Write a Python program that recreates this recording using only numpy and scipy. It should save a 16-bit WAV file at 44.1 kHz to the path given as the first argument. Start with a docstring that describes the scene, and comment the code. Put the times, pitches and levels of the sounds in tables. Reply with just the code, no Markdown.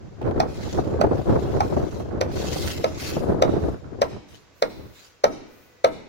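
"""A hammer strikes a board on a building site's plywood deck about every 0.6 s: damped modes and noise, then echoes.
Wind is shaped noise that buffets both microphone ports, mostly for the first four seconds.
Cloth rustles close by in grainy noise rubs; a few tiny ticks fall among the early gusts.
Behind lie the noise rush of far traffic, two thin hiss swells and, near the end, a machine's whine of sines."""
import sys
import numpy as np
from scipy import signal
from scipy.fft import rfft, irfft, next_fast_len
from scipy.io import wavfile
from scipy.ndimage import uniform_filter1d, map_coordinates

SR = 44100
rng = np.random.default_rng(int(sys.argv[2]) if len(sys.argv) > 2 else 0)


def unload_wav(signal):
    """Save mono or channel-first audio to the path in sys.argv[1] as 16-bit WAV at rate SR, clipped to [-1, 1]."""
    wavfile.write(
        sys.argv[1],
        SR,
        np.round(np.clip(np.atleast_2d(signal).T, -1, 1) * 32767).astype(np.int16),
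    )


N = 268290


def amp(db):
    """Decibels to gain."""
    return 10 ** (np.asarray(db) / 20)


def unit(x):
    """Scale to rms 1."""
    return x / np.sqrt(np.mean(x ** 2) + 1e-20)


def along(points, hz):
    """(Hz, value) points read on a log frequency axis."""
    point_hz, value = np.transpose(points)
    return np.interp(np.log(hz + 1), np.log(point_hz + 1), value)


def curves(rows):
    """One value per sample for each column after the time."""
    time_s, *columns = np.transpose(rows)
    return [np.interp(np.arange(N) / SR, time_s, column) for column in columns]


def wobble(knots_per_s):
    """A smooth random curve for each port."""
    at = np.arange(N) * knots_per_s / SR
    knots = rng.standard_normal((2, int(at[-1]) + 4))
    return np.array([map_coordinates(port, [at]) for port in knots])


def filtered(x, response):
    """x times a response of frequency."""
    n = x.shape[-1]
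    padded = next_fast_len(n + 8192)
    spectrum = rfft(x, padded) * response(np.fft.rfftfreq(padded, 1 / SR))
    return irfft(spectrum, padded)[..., :n]


def coloured(x, spectrum):
    """x through a (Hz, dB) spectrum."""
    return filtered(x, lambda hz: amp(along(spectrum, hz)))


def noise(spectrum, grain_db=0, grains_per_s=100):
    """Noise of rms 1, unrelated between the ports, clumped into grains."""
    clumps = amp(grain_db * wobble(grains_per_s))
    return unit(coloured(rng.standard_normal((2, N)) * clumps, spectrum))


def dying(spectrum, t60s):
    """Two noise tails of energy 1 in which each frequency dies at its own speed."""
    hz, t, bins = signal.stft(rng.standard_normal((2, SR * 3 // 4)), SR, nperseg=128)
    decay = amp(-60 * t / along(t60s, hz)[:, None])
    tail = signal.istft(bins * decay, SR, nperseg=128)[1]
    tail = coloured(tail, spectrum)
    return tail / np.linalg.norm(tail, axis=1, keepdims=True)


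def add(track, start_s, sound):
    """Mix a sound into the track."""
    part = track[..., max(round(start_s * SR), 0):][..., :sound.shape[-1]]
    part += sound[..., :part.shape[-1]]


def swell(start_s, length_s, attack_s, release_s):
    """An envelope that rises smoothly, holds and dies away."""
    t = np.arange(N) / SR - start_s
    rise = np.sin(np.pi / 2 * np.clip(t / attack_s, 0, 1)) ** 2
    return rise * np.exp(-np.maximum(t - length_s, 0) / release_s)


# wind strength: time_s, strength_db
WIND_STRENGTH = [(0.0, -41.5), (0.16, -43.5), (0.27, -24.5), (0.39, -23), (0.56, -35), (0.79, -26),
                 (0.92, -27), (1.12, -23.5), (1.24, -31.5), (1.29, -23), (1.57, -27), (1.6, -25.5),
                 (1.81, -26), (1.92, -35), (1.96, -31), (2.39, -28.5), (2.99, -34), (3.31, -23.5),
                 (3.69, -26), (3.82, -42.5), (4.03, -32), (4.09, -41), (4.17, -36), (4.23, -60),
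                 (4.34, -47.5), (4.59, -66.5), (4.84, -39), (5.11, -77)]
# large eddies: freq_hz, density_db [dB per Hz]
RUMBLE_SPECTRUM = [(15, -12), (25, -18), (40, -16.5), (70, 0), (120, -3), (200, -8.5), (350, -20),
                   (700, -28), (1500, -94)]
# small eddies: freq_hz, density_db [dB per Hz]
FLUTTER_SPECTRUM = [(80, -36), (200, -4.5), (350, 2.5), (550, -3.5), (800, -12.5), (1200, -23), (2200, -50),
                    (4000, -44.5), (16000, -71)]
# smallest eddies: freq_hz, density_db [dB per Hz]
SPIT_SPECTRUM = [(400, -14), (800, -1), (1100, 1), (1500, 0), (1900, -8), (2600, -20), (4000, -29),
                 (8000, -42), (16000, -52)]
FULL_GUST_DB = -25  # strength of a full gust
RUMBLE_DB, FLUTTER_DB, SPIT_DB = -26.5, -25, -44.5  # in a full gust, before the quick swings
FLUTTER_DB_PER_DB, SPIT_DB_PER_DB = 1.4, 1  # growth with strength
OWN_EDDY_DB, SHARED_EDDY_DB = 2.25, 1.92  # quick swings at each port and at both


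def wind():
    """One strength drives all eddies: large rumble, small flutter, smallest spit, differently at each port."""
    gust_db = curves(WIND_STRENGTH)[0] - FULL_GUST_DB
    eddies = amp(OWN_EDDY_DB * wobble(36) + SHARED_EDDY_DB * wobble(45)[0])
    rumble = amp(RUMBLE_DB + gust_db) * noise(RUMBLE_SPECTRUM)
    flutter_level = amp(FLUTTER_DB + FLUTTER_DB_PER_DB * gust_db)
    flutter = flutter_level * noise(FLUTTER_SPECTRUM, grain_db=3.3, grains_per_s=170)
    spit_level = amp(SPIT_DB + SPIT_DB_PER_DB * gust_db)
    spit = spit_level * noise(SPIT_SPECTRUM, grain_db=4.2, grains_per_s=180)
    return eddies * (rumble + flutter + spit)


# far traffic: freq_hz, density_db [dB per Hz]
TRAFFIC_SPECTRUM = [(25, -11), (60, -1), (110, 2), (190, -8), (300, -3), (480, -1), (700, -8), (1100, -8),
                    (2400, -13), (3300, -21), (6500, -23), (8500, -36), (16000, -39)]
# swells of thin high hiss: start_s, length_s, level_db
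HISS_SWELLS = [(4.504, 0.49, -58), (5.44, .22, -58)]
HISS_ATTACK_S, HISS_RELEASE_S = 0.11, 0.093
# a far machine's whine: pitch_hz, level_db
WHINE_PARTIALS = [(495, -63), (1480, -68), (1975, -69), (2465, -70)]


def town():
    """Far traffic as slowly swaying noise, swells of high hiss and a machine whining as wavering sines."""
    rush = noise(TRAFFIC_SPECTRUM) * amp(1.1 * wobble(3.1))
    traffic = amp(-58) * unit(rush + .2 * rush[::-1])  # each port hears some of the other's rush
    swells = sum(amp(level_db) * swell(start_s, length_s, HISS_ATTACK_S, HISS_RELEASE_S)
                 for start_s, length_s, level_db in HISS_SWELLS)
    hiss = swells * noise([(9000, -24.5), (12500, -19.5), (14500, -16), (16000, -12.5)])
    t = np.arange(N) / SR
    running = curves([(5.42, 0), (5.5, 1)])[0]  # fades in, then holds
    whine = np.zeros((2, N))
    for pitch_hz, level_db in WHINE_PARTIALS:
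        level = amp(level_db + 2.5 * wobble(14))
        whine += level * np.sin(2 * np.pi * pitch_hz * t + 1.1 * wobble(30))
    return traffic + hiss + running * whine


# hardest buffets: time_s, level_db [before BUFFET_GAIN_DB]
HARD_BUFFETS = [(0.214, -18.5), (0.27, -18), (0.311, -18), (0.359, -18.5), (0.43, -14), (0.784, -9),
                (1.039, -4), (1.113, -10), (1.293, -16), (1.327, -16), (1.356, -10), (1.765, -11),
                (2.0, -18.5), (2.56, -16.5), (3.165, -11.5), (3.288, -22), (3.57, -20)]
# thud of a buffet: freq_hz, density_db [dB per Hz]
THUD_SPECTRUM = [(25, -14), (90, 0), (400, 0), (750, -4), (1300, -19), (2200, -36), (4000, -52),
                 (16000, -80)]
BUFFET_GAIN_DB, BUFFET_RISE_S = -0.5, 0.0053  # gain of every buffet; time to its crest
LESSER_PER_S = 3
LESSER_OVER_WIND_DB, LESSER_SCATTER_DB = 7, 1.5  # before BUFFET_GAIN_DB


def buffets():
    """Eddies burst right on the ports with dull thuds; lesser ones come at random and follow the wind strength."""
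    out = np.zeros((2, N))
    u = np.arange(SR // 8) / SR / BUFFET_RISE_S
    times_s = rng.uniform(0, N / SR, int(LESSER_PER_S * N / SR))
    strength_db = np.interp(times_s, *np.transpose(WIND_STRENGTH))
    scatter_db = LESSER_SCATTER_DB * rng.standard_normal(len(times_s))
    lesser_db = strength_db + LESSER_OVER_WIND_DB + scatter_db
    for time_s, level_db in [*HARD_BUFFETS, *zip(times_s, lesser_db)]:
        burst = coloured(rng.standard_normal((2, len(u))) * u * np.exp(-u), THUD_SPECTRUM)
        burst /= abs(burst).max(axis=1, keepdims=True)
        add(out, time_s - .001, amp(level_db + BUFFET_GAIN_DB) * burst)
    return out


# small dry ticks close by: start_s, level_db [relative]
TICK_TIMES = [(0.2164, -42), (0.2284, -44), (0.2414, -50), (0.2627, -48), (0.3112, -41)]


def ticks():
    """Tiny bright clicks: noise that dies within some hundredths of a second, with no ring."""
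    out = np.zeros((2, N))
    spectrum = [(800, -9), (2500, 17), (7000, -7), (15000, -12)]
    t60s = [(1000, 0.023), (12000, .012)]
    for start_s, level_db in TICK_TIMES:
        add(out, start_s, amp(level_db + 18) * dying(spectrum, t60s))
    return out


# hard contact, lower modes: freq_hz, level_db [relative], t60_s
CLACK_MODES = [(1090, -6, 0.0046), (1322, 8, 0.035), (1390, -5, 0.029), (1846, 8, 0.0091),
               (2095, -6, 0.042), (2360, -12, 0.0098), (3390, -7, 0.021)]
# hard contact, upper modes: freq_hz, level_db [relative], t60_s
CRACK_MODES = [(4020, 15, 0.0044), (4310, -9, 0.026), (5740, 7.5, 0.0094), (5600, -29, .014),
               (6040, -17, 0.09)]


def ring(modes, t, rise_s):
    """Damped modes, struck at new strengths and slightly new pitches."""
    freq_hz, level_db, t60_s = np.transpose(modes)[..., None]
    strength, detune = rng.standard_normal((2, len(modes), 1))
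    decay = amp(level_db + 0.5 * strength - 60 * t / t60_s)
    waves = decay * np.sin(2 * np.pi * freq_hz * (1 + 0.015 * detune) * t)
    return waves.sum(0) * (1 - np.exp(-t / rise_s))


# low modes of the board: ratio [x board pitch], level_db [relative], t60_s, half_swell_s
BOARD_MODES = [(1.03, 6, 0.012, 0.0022), (.88, -18, 0.13, 0.0056), (1.16, -15, 0.23, 0.0032),
               (1.42, -13, 0.075, 0.0014)]
# graze, full contact and chatter of the hammer face: delay_s, level_db [relative]
FACE_CONTACTS = [(.001, -12), (.005, 2), (0.0129, -23)]
# splintery noise: freq_hz, density_db [dB per Hz]
SPLINTER_SPECTRUM = [(300, -14), (900, 11), (1500, 2), (2400, 1.5), (3200, -4.5), (4200, 6), (6200, 8.5),
                     (7300, -3.5), (10000, -11.5), (15500, -16)]
# its decay: freq_hz, t60_s
SPLINTER_T60 = [(500, 0.13), (2000, 0.052), (6000, 0.0041), (14000, 0.015)]


def blow(board_hz, clack_db, crack_db):
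    """The board swells into a hollow knock; the steel face grazes it, cracks at the crest and chatters once."""
    t = np.arange(SR // 4) / SR
    knock = np.zeros(len(t))
    for ratio, level_db, t60_s, half_swell_s in BOARD_MODES:
        shape = amp(-60 * t / t60_s) * (1 - np.exp(-(t / (2 * half_swell_s)) ** 3))
        wave = np.sin(2 * np.pi * ratio * board_hz * t)
        add(knock, .0024, amp(level_db) * shape / shape.max() * wave)
    for delay_s, contact_db in FACE_CONTACTS:
        splinters = dying(SPLINTER_SPECTRUM, SPLINTER_T60)[0, :len(t)] * (1 - np.exp(-t / 0.0009))
        clack = amp(clack_db - 1.5) * ring(CLACK_MODES, t, rise_s=0.00043)
        crack = amp(crack_db + 4) * ring(CRACK_MODES, t, rise_s=0.0014)
        add(knock, delay_s, amp(contact_db) * (clack + crack + amp(crack_db + 35) * splinters))
    return knock


# hammer blows: time_s, level_db, board_hz, clack_db, crack_db [all levels relative], pan_db [left minus right]
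HAMMER_BLOWS = [(0.401, -11, 686, -14.5, -18.5, -1), (1.012, -11.5, 587, -13.5, -20.5, -6),
                (1.605, -11, 764, -13, -21.5, -1), (2.211, -15.5, 504, -19, -13.5, -3),
                (2.842, -11.5, 547, -12.5, -20.5, -0.5), (3.422, -7, 545.5, -12.5, -20, 1.5),
                (4.017, -10, 544, -23, -16, 0), (4.623, -10.5, 540.5, -15, -17, -0.5),
                (5.24, -6, 546, -14, -18.5, 0), (5.844, -6.5, 556.3, -12, -20, -0.5)]
# nearby surfaces: delay_s, level_db
NEAR_SURFACES = [(.0118, -18.5), (.0135, -19), (.0228, -26), (.029, -43)]
# lead of the left port: freq_hz, lead_s
LEFT_LEAD = [(500, .00037), (2500, .0005)]
# scatter from the deck: freq_hz, level_db [relative]
DECK_SPECTRUM = [(150, 1.5), (350, -1.5), (560, -2), (900, -8), (1500, -10.5), (5000, -10.5), (12000, -11)]
# its decay: freq_hz, t60_s
DECK_DECAY = [(200, 0.15), (600, 0.086), (2000, 0.26), (6000, 0.12), (12000, 0.32)]
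# scatter from the buildings: freq_hz, level_db [relative]
SITE_SPECTRUM = [(100, 12), (300, -2), (560, -15), (1100, -4), (2500, 14), (5500, 10), (9000, 18.5),
                 (15000, 6)]
# its decay: freq_hz, t60_s
SITE_DECAY = [(150, 0.3), (500, 1), (2500, 1), (6000, 0.61), (12000, 0.3)]


def hammer():
    """Each blow arrives directly, off nearby surfaces, scattered by the deck and late from the buildings."""
    out = np.zeros((2, N))
    ports = np.array([[1], [-1]])
    for time_s, level_db, board_hz, clack_db, crack_db, pan_db in HAMMER_BLOWS:
        start_s = time_s - .004
        hit = amp(level_db - 2) * blow(board_hz, clack_db, crack_db)
        dull = coloured(hit, [(700, 5), (2500, -13.0), (7000, -7)])
        near = hit.copy()
        for delay_s, surface_db in NEAR_SURFACES:
            add(near, delay_s, amp(surface_db) * dull)
        # half the lead forward at the left, half back at the right
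        pair = filtered(near, lambda hz: np.exp(1j * np.pi * hz * along(LEFT_LEAD, hz) * ports))
        add(out, start_s, amp(ports * pan_db / 2) * pair)
        deck = dying(DECK_SPECTRUM, DECK_DECAY)
        add(out, start_s + 0.0046, amp(-9) * signal.fftconvolve(hit[None], deck, axes=1))
        far = dying(SITE_SPECTRUM, SITE_DECAY)
        # the facades answer one after another, so the scatter builds up
        far *= 1 - np.exp(-(np.arange(far.shape[1]) / SR / 0.02) ** 2)
        add(out, start_s + 0.054, amp(-16) * signal.fftconvolve(hit[None], far, axes=1))
    return out


# boom of the whole deck: freq_hz, density_db [dB per Hz]
BOOM_SPECTRUM = [(70, -13), (140, -12.5), (220, -7), (300, -3.5), (380, -7.5), (520, -11), (900, -17.5),
                 (3000, -59)]


def deck_boom():
    """Each blow spreads into the big plywood deck, which booms low and dies away slowly."""
    force, t = np.zeros(N), np.arange(SR) / SR
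    for time_s, level_db, *_ in HAMMER_BLOWS:
        add(force, time_s, amp(level_db - 22.5) * (1 - np.exp(-t / 0.011)) * amp(-60 * t / 0.79))
    return force * noise(BOOM_SPECTRUM)


def patchy(x, depth_db):
    """Bands about 500 Hz wide swell and fade on their own every few hundredths of a second."""
    bins = signal.stft(x, nperseg=512)[2]
    field = uniform_filter1d(rng.standard_normal(bins.shape[1:]), size=6, axis=0)
    field = uniform_filter1d(field, size=10, axis=1)
    return unit(signal.istft(bins * amp(depth_db * unit(field)), nperseg=512)[1][:, :N])


RUB_ATTACK_S, RUB_RELEASE_S = 0.045, 0.062  # takes hold; time constant as it comes to rest
PRESS_DB, PRESS_CREST = 7, 0.79  # rise in pressure up to the crest; crest as a share of the length


def rub(start_s, length_s):
    """Envelope of a rub: it takes hold, presses harder up to its crest and eases off."""
    progress = (np.arange(N) / SR - start_s) / length_s
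    press_db = np.interp(progress, [0, PRESS_CREST, 1], [-PRESS_DB, 0, -PRESS_DB / 2])
    return amp(press_db) * swell(start_s, length_s, RUB_ATTACK_S, RUB_RELEASE_S)


# rubs of cloth: start_s, length_s, level_db [relative], fizz_db [relative to the rub]
CLOTH_RUBS = [(0.457, 0.33, -42.5, -13), (0.81, .12, -53.5, -14), (1.116, 0.58, -48, -10.5),
              (1.616, 0.42, -50, -11.5), (2.291, 0.23, -36, -12.5), (2.494, .24, -34, -7.5),
              (2.794, 0.25, -43.5, -15.5), (2.968, 0.16, -34, -8.5), (3.2, 0.093, -61, -3),
              (3.46, .26, -55, -7.5), (4.255, .11, -52.5, -9), (4.913, 0.15, -49.5, -11)]
# body of the rustle: freq_hz, density_db [dB per Hz]
RUSTLE_SPECTRUM = [(500, -15), (1200, 3), (1900, 3), (2700, 4), (4200, 3.5), (6300, 2), (7200, -0.5),
                   (8000, -13), (10000, -27), (16000, -40)]
# its high fizz: freq_hz, density_db [dB per Hz]
FIZZ_SPECTRUM = [(4000, -3.5), (7500, -7), (9000, -1), (10000, -1.5), (11500, -3.5), (14000, -2),
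                 (16000, -5)]
# bounces off deck and body: delay_s, gain
RUSTLE_BOUNCES = [(.0019, .22), (.0053, .65), (.0068, .3)]
RUSTLE_DB, REST_DB = -3, -66  # gain of the rustle in a rub; direct level of the steady rustle beneath


def cloth():
    """Fibres catch and slip in a grainy rustle; its bounces comb it, drifting as the wearer turns."""
    rustle = patchy(noise(RUSTLE_SPECTRUM, grain_db=4, grains_per_s=350), depth_db=2.5)
    fizz = patchy(noise(FIZZ_SPECTRUM, grain_db=3, grains_per_s=500), depth_db=2.5)
    drag = amp(1.1 * wobble(45)[0])
    rubs = np.zeros((2, N))
    for start_s, length_s, level_db, fizz_db in CLOTH_RUBS:
        texture = amp(RUSTLE_DB) * rustle + amp(fizz_db) * fizz
        rubs += amp(level_db) * rub(start_s, length_s) * texture
    direct = drag * rubs + amp(REST_DB) * noise(RUSTLE_SPECTRUM)
    n = np.arange(N)
    stretch = 1 + .008 * wobble(3)[0]  # slow drift of the bounce delays
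    out = direct.copy()
    for delay_s, gain in RUSTLE_BOUNCES:
        out += gain * np.array([np.interp(n - delay_s * SR * stretch, n, port) for port in direct])
    return out


def scene():
    """All sources at the two ports."""
    return wind() + town() + buffets() + ticks() + hammer() + deck_boom() + cloth()


TOP_HZ = 15900


def record(dry):
    """The camera rounds off peaks near full scale and keeps nothing above its band limit."""
    rounded = dry / (1 + np.abs(dry) ** 6) ** (1 / 6)
    return filtered(rounded, lambda hz: hz < TOP_HZ)


dry = scene()
out = record(dry)
unload_wav(out)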